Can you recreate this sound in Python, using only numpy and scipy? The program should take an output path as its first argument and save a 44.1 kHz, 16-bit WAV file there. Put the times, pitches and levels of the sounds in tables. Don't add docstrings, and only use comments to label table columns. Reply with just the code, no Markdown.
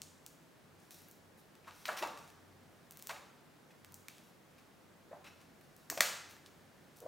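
import sys
import numpy as np
from scipy import signal
from scipy.fft import rfft, irfft
from scipy.io import wavfile
from scipy.ndimage import uniform_filter1d

SR = 44100
rng = np.random.default_rng(int(sys.argv[2]) if len(sys.argv) > 2 else 0)


def invert_db(level):
    return 10 ** (np.asarray(level, dtype=float) / 20)


def pcm_store(signal):
    levels = np.round(np.clip(np.atleast_2d(signal), -1, 1) * 32767)
    wavfile.write(sys.argv[1], SR, levels.astype(np.int16).T)


N = 311787


def band(x, lo_hz, hi_hz, order=2):
    sos = signal.butter(order, [lo_hz, min(hi_hz, .49 * SR)], "band", fs=SR, output="sos")
    return signal.sosfilt(sos, x)


def resonance(x, hz, width_hz):
    return band(x, hz - width_hz / 2, hz + width_hz / 2, order=1)


def split(x, bands_hz):
    filters = [signal.butter(2, edges, "band", fs=SR, output="sos") for edges in bands_hz]
    return [signal.sosfiltfilt(sos, x) for sos in filters]


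def level(x, db):
    return x * invert_db(db) / np.sqrt(np.mean(x ** 2))


def add(track, s, sound):
    i = int(s * SR)
    track[i:i + len(sound)] += sound[:N - i]


def walk(rate):
    hold = int(SR / rate)
    steps = np.repeat(rng.standard_normal(N // hold + 1), hold)
    return 1.086 * uniform_filter1d(uniform_filter1d(steps, hold), hold)[:N]


def coloured(points):
    hz, db = np.transpose(points)
    f = np.clip(np.fft.rfftfreq(N, 1 / SR), 1, 15000)
    colour = invert_db(np.interp(np.log(f), np.log(hz), db))
    return irfft(rfft(rng.standard_normal(N)) * colour, N)


def engine_drone():
    # crest in seconds, level in dB, half length in seconds.
    swells = [(0.05, -70, 0.14), (0.75, -71, 0.075), (1.014, -70.5, .06), (1.254, -70.5, 0.088),
              (1.694, -69, 0.065), (2.5, -66.5, 0.22), (3.15, -77, .12), (3.933, -65.5, 0.097),
              (4.6, -81, .15), (5.245, -73.5, 0.29), (6.303, -74.5, 0.35), (6.773, -80, 0.26)]
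    t = np.arange(N) / SR
    loudness = invert_db(-83)
    for s, db, half_s in swells:
        loudness = loudness + invert_db(db) * np.exp(-((t - s) / half_s) ** 2)
    return np.sin(2 * np.pi * np.cumsum(94 + 2.36 * walk(6.6)) / SR) * loudness


def air():
    # pitch in Hz, level in dB per Hz.
    shared_colour = [(18, -75), (30, -25), (96, -10.5), (163, -2.5), (196, -4), (242, -4), (399, -7.5),
                     (641, -9.5), (713, -10.5), (904, -12.5), (1620, -15), (2670, -21), (11400, -30),
                     (15200, -30.5), (16500, -63)]
    # pitch in Hz, level in dB per Hz.
    differing_colour = [(18, -58), (30, -28), (122, -2), (235, 1), (359, -3), (388, -4), (676, -6),
                        (2810, -16.5), (3860, -21), (5890, -24), (16500, -44.5)]
    # pitch in Hz, width in Hz, level in dB.
    duct = [(52, 18, -84.5), (154.5, 30, -74)]
    mid = level(coloured(shared_colour), -63.5) * invert_db(0.61 * walk(0.965))
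    for hz, width_hz, db in duct:
        rumble = resonance(rng.standard_normal(N), hz, width_hz)
        mid += level(rumble, db) * invert_db(2 * walk(3))
    mid += engine_drone()
    side = level(coloured(differing_colour), -68.5)
    return np.array([mid + side, mid - side])


def ticks():
    # start in seconds,
    # energy in dB at 5 kHz, tilt in dB per octave, bend in dB per octave squared.
    snaps = [(0.0185, -22, 3.8, -6.5), (0.2641, -29.5, 6, -4), (0.9087, -37, 2.5, 0), (1.113, -42, 12, -6),
             (2.9095, -36.5, 6, -0.8), (2.922, -41, 4, 0), (2.9722, -38, 5, .1), (2.993, -42, 8, -2),
             (2.9977, -38, -2, -4), (3.0183, -44, 3, -5), (3.0245, -32.5, 5, -1.2), (3.066, -45, 3.5, -4),
             (3.0715, -27, 4.5, -1), (3.8473, -37.5, -0.5, 1), (3.9223, -45, 7.5, -1),
             (3.943, -33.5, 13, -7), (4.084, -28.5, 0.5, -1), (4.1827, -41, -1, -1), (5.2444, -43, 3, -4),
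             (5.4151, -47, 0, -4), (5.7653, -45.5, 9, -3), (6.3107, -45, .1, 1), (6.3668, -46, -5, 0.5),
             (6.462, -34.5, -5.5, -7), (6.97, -46, 8.5, -3), (6.9874, -47, 5, -3), (7.0039, -39, 8, -3.5)]
    # start in seconds,
    # energy in dB at 5 kHz, tilt in dB per octave, bend in dB per octave squared.
    crackles = [(0.9443, -39.5, 3, -1.5), (0.9862, -53, 7, .1), (1.0185, -49, 2.5, 3),
                (1.0854, -52, 3.5, 5), (1.553, -44.5, -2, -0.2), (1.8548, -21, -11.5, -7),
                (1.859, -37.5, 2, 4.5), (1.87, -38, -7, -3), (1.8815, -27, -1.5, -2), (1.9688, -40, 0, 4),
                (1.9733, -25.5, -5, -3.5), (1.9876, -44, 1, 6.3), (2.026, -25, -11, -5),
                (2.073, -32, 2, -3), (2.1747, -36, -1, -2), (2.227, -49, -3, -6), (2.277, -45, .1, -1),
                (2.302, -43, -2, 0), (3.094, -24, -7, -4.5), (4.099, -47, -8, -4), (5.6114, -50.5, -2.5, 3),
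                (5.9, -16, 1, -.6), (5.9759, -24, -3, -0.5), (6.0066, -2, -2, -1), (1.709, -40, -8, -3),
                (2.1874, -39, 3, -5), (2.9632, -59, 5, -3), (3.11, -31, -3, -0.5), (0.8007, -49, 4, -6)]
    bands_hz = [(1000, 2500), (2500, 5000), (5000, 10000), (10400, 16500)]
    octaves = np.array([-1.5, -.5, .5, 1.5])
    snap_ms, crackle_ms = .3, 1.83
    snap_room_db = -2.5
    lead = 64
    toward, around = np.zeros((2, N))
    t = np.arange(512) / SR
    click = split(np.roll(1. * (t == 0), lead), bands_hz)
    rows = [(*row, snap_ms) for row in snaps] + [(*row, crackle_ms) for row in crackles]
    for (s, mid_db, tilt, bend, ms), chance in zip(rows, rng.standard_normal((len(rows), len(t)))):
        band_db = mid_db + tilt * octaves + bend * octaves ** 2 - 1.0
        crackle = chance * np.exp(-1000 * t / ms)
        crackle[0] = 1.5 * np.sign(crackle[0])
        tones = rfft(np.roll(crackle, lead))
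        crackle = irfft(tones / uniform_filter1d(np.abs(tones), size=15))
        room_db = snap_room_db if ms == snap_ms else 0
        for track, parts, db in ((toward, split(crackle, bands_hz), 0), (around, click, room_db)):
            tick = sum(p * invert_db(p_db) / np.linalg.norm(p) for p, p_db in zip(parts, band_db))
            add(track, s - lead / SR, invert_db(db) * tick)
    return np.array([toward, around])


def page_mirror(creases):
    # start in seconds, mirror level in dB.
    close_snaps = [
        (3.0715, -15.5),
        (5.9, -6),
        (6.0066, -17.5),
    ]
    close_s = .008
    t = np.arange(N) / SR
    near = sum(invert_db(db) * (np.abs(t - s - close_s / 2) < close_s) for s, db in close_snaps)
    strong = near * creases
    strong = (np.roll(strong, shift=7, axis=1) + np.roll(strong, shift=6, axis=1)) / 2.1
    return invert_db(-21) * np.roll(creases, shift=6, axis=1) + strong


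def slides():
    # start in seconds, length in ms, level in dB at 3-9 kHz,
    # weight as the level in dB of 0.6-3 kHz relative to that.
    rubs = [(.78, 160, -75, -7), (.905, 41, -65.5, -7), (.94, 116, -67, -5), (1.03, 200, -76, -7),
            (1.37, 57, -72, -20), (1.64, 124, -75, 12), (1.72, 290, -67.5, -2.5), (1.855, 124, -64, 10),
            (1.966, 60, -54.5, 4.5), (2.021, 28, -54, 9.5), (2.16, 200, -71, -2), (2.91, 350, -75, 2),
            (4.5, 330, -89, 8), (5.239, 63, -68.5, 11.5), (5.4, 40, -77, 6), (5.58, 200, -80, 0),
            (5.75, 330, -79, -6), (5.973, 17, -51.5, 4.5), (3.091, 18.5, -53, 2), (3.705, 29, -75, 9.5),
            (4.09, 280, -75, -4), (4.581, 23, -69, 5), (1.672, 35, -68.5, 6), (6.29, 83, -68, -2),
            (6.456, 34, -64, 1.5), (6.96, 66, -71.5, -19)]
    bands_hz = [(3000, 9000), (9000, 16500), (600, 3000)]
    # pitch in Hz, width in Hz, level in dB.
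    sheet = [(2650, 210, -19), (3900, 290, -15.5), (5500, 680, -13.5)]
    slips = rng.random(N) < 400 / SR
    slips = slips * invert_db(3.5 * np.minimum(rng.exponential(size=N), 2))
    slips = slips * np.clip(rng.standard_normal(N), -1.5, 1.5)
    rub = rng.standard_normal(N) * invert_db(3 * walk(60)) + level(slips, -13)
    rub += sum(level(resonance(rub, hz, width_hz), db) for hz, width_hz, db in sheet)
    hiss = np.array([level(b, 0) for b in split(rub, bands_hz)])
    out = np.zeros(N)
    for s, ms, db, weight_db in rubs:
        top_db = -2.5 - 0.24 * weight_db
        way = np.linspace(0, 1, int(ms * SR / 1000))
        touch = np.sin(np.pi * way ** 0.5)
        piece = hiss[:, int(s * SR):][:, :len(way)]
        add(out, s, touch * (invert_db(db + np.array([0, top_db, weight_db])) @ piece))
    return out


def flaps():
    # start in seconds, length in ms, level in dB, starting pitch in Hz.
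    falls = [(1.67, 30, -49, 1000), (1.881, 24, -34, 591), (1.887, 11.6, -28, 1305),
             (1.898, 8.5, -35.5, 930), (1.939, 47, -52, 910), (2.01, 29, -42, 318),
             (2.024, 13.6, -30.5, 585), (2.024, 9.2, -32, 936), (2.033, 8, -28, 866),
             (2.041, 16, -35.5, 948), (3.155, 14, -51, 1700), (3.093, 18, -35.5, 937),
             (3.096, 25, -40, 612), (3.104, 13.2, -43, 1880), (4.0842, 2.7, -39.5, 2540),
             (5.111, 10.8, -44, 523), (5.113, 22, -62, 1400), (5.126, 15.2, -40.5, 600),
             (5.14, 18, -57, 980), (7.0605, 7, -34.5, 560), (5.901, 30, -46.5, 253), (5.9, 3.5, -35, 2000),
             (5.913, 19, -37, 636), (5.974, 4.9, -30.5, 590), (5.983, 9.5, -34.5, 596),
             (5.994, 28, -51, 165), (6.0068, 2.83, -19.5, 1900), (6.007, 9.1, -26.5, 584),
             (7.015, 38, -48.5, 443), (7.052, 9, -44.5, 480)]
    pocket_hz, glide_share = 1400, .15
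    ragged_cycles = 26.8
    toward, around = np.zeros((2, N))
    for (s, ms, db, start_hz), chance in zip(falls, rng.standard_normal((len(falls), 4096))):
        end_hz = start_hz * (pocket_hz / start_hz) ** glide_share
        rough = np.clip(ms * start_hz / 1000 / ragged_cycles, 0, 1)
        n = int(np.clip(ms * SR / 1000, 32, 4096))
        lo_hz, hi_hz = 0.83 * min(start_hz, end_hz), 1.406 * max(start_hz, end_hz)
        wobble = np.sin(2 * np.pi * np.cumsum(np.geomspace(start_hz, end_hz, n)) / SR)
        gusts = level(band(chance, lo_hz, hi_hz)[-n:], -1.66)
        swell = np.sin(np.pi * np.arange(n) / n) ** 0.43
        flap = invert_db(db) * swell * ((1 - rough) * wobble + rough * gusts)
        add(toward, s, flap)
        push = band(1. * (np.arange(1024) == 0), lo_hz, hi_hz)
        push = irfft(np.abs(rfft(push)) * np.exp(1j * np.angle(rfft(chance[:1024]))))
        add(around, s, push * invert_db(-2.0) * np.linalg.norm(flap) / np.linalg.norm(push))
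    return np.array([toward, around])


def room(toward, around):
    # delay in ms, level in dB.
    echoes = [
        (5.7, -20.5),
        (13, -18),
        (19, -23),
    ]
    # pitch in Hz, seconds to fall by 60 dB, level in dB, side minus mid in dB.
    dying = [(300, 0.62, -31, -8), (700, 0.71, -35, -9), (1500, 0.76, -36, -11.5),
             (3150, 0.67, -35.5, -11.5), (6000, 0.63, -32.5, -28), (9300, 0.52, -33.5, -23),
             (13900, 0.39, -31.5, -43)]
    t = np.arange(SR) / SR
    tail, near = np.zeros((2, SR)), np.zeros((2, 2048))
    hz, *columns = np.transpose(dying)
    for centre in 200 * 2 ** np.arange(0, 6.6, .5):
        t60, db, side_db = [np.interp(np.log(centre), np.log(hz), c) for c in columns]
        mid, side = band(rng.standard_normal((2, SR)), centre / 2 ** 0.25, centre * 2 ** 0.26)
        wide = mid + invert_db(side_db) * side * np.array([[1], [-1]])
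        tail += wide * invert_db(db - 2.5 - 60 * t / t60)
    tail *= np.clip((t - .002) / 0.0017, 0, 1)
    near[:, 0] = 1
    near[:, :2] += invert_db(-22) * np.array([[0.55, -0.81], [-1.8, 0.39]])
    for ms, echo_db in echoes:
        near[:, int(ms * SR / 1000)] += invert_db(echo_db)
    direct = signal.fftconvolve(toward[None], near, axes=1)[:, :N]
    return direct + signal.fftconvolve(around[None], tail, axes=1)[:, :N]


def scene():
    creases = ticks()
    creases = creases + page_mirror(creases)
    toward, around = creases + flaps() + slides()
    return room(toward, around) + air()


def top_cut(x):
    return signal.sosfilt(signal.butter(12, 16850, fs=SR, output="sos"), x)


def record(dry):
    heard = signal.sosfilt(signal.butter(3, 42, "high", fs=SR, output="sos"), dry)
    heard = signal.sosfilt(signal.ellip(8, .3, 30, 15850, fs=SR, output="sos"), heard)
    return top_cut(heard)


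dry = scene()
out = record(dry)
pcm_store(out)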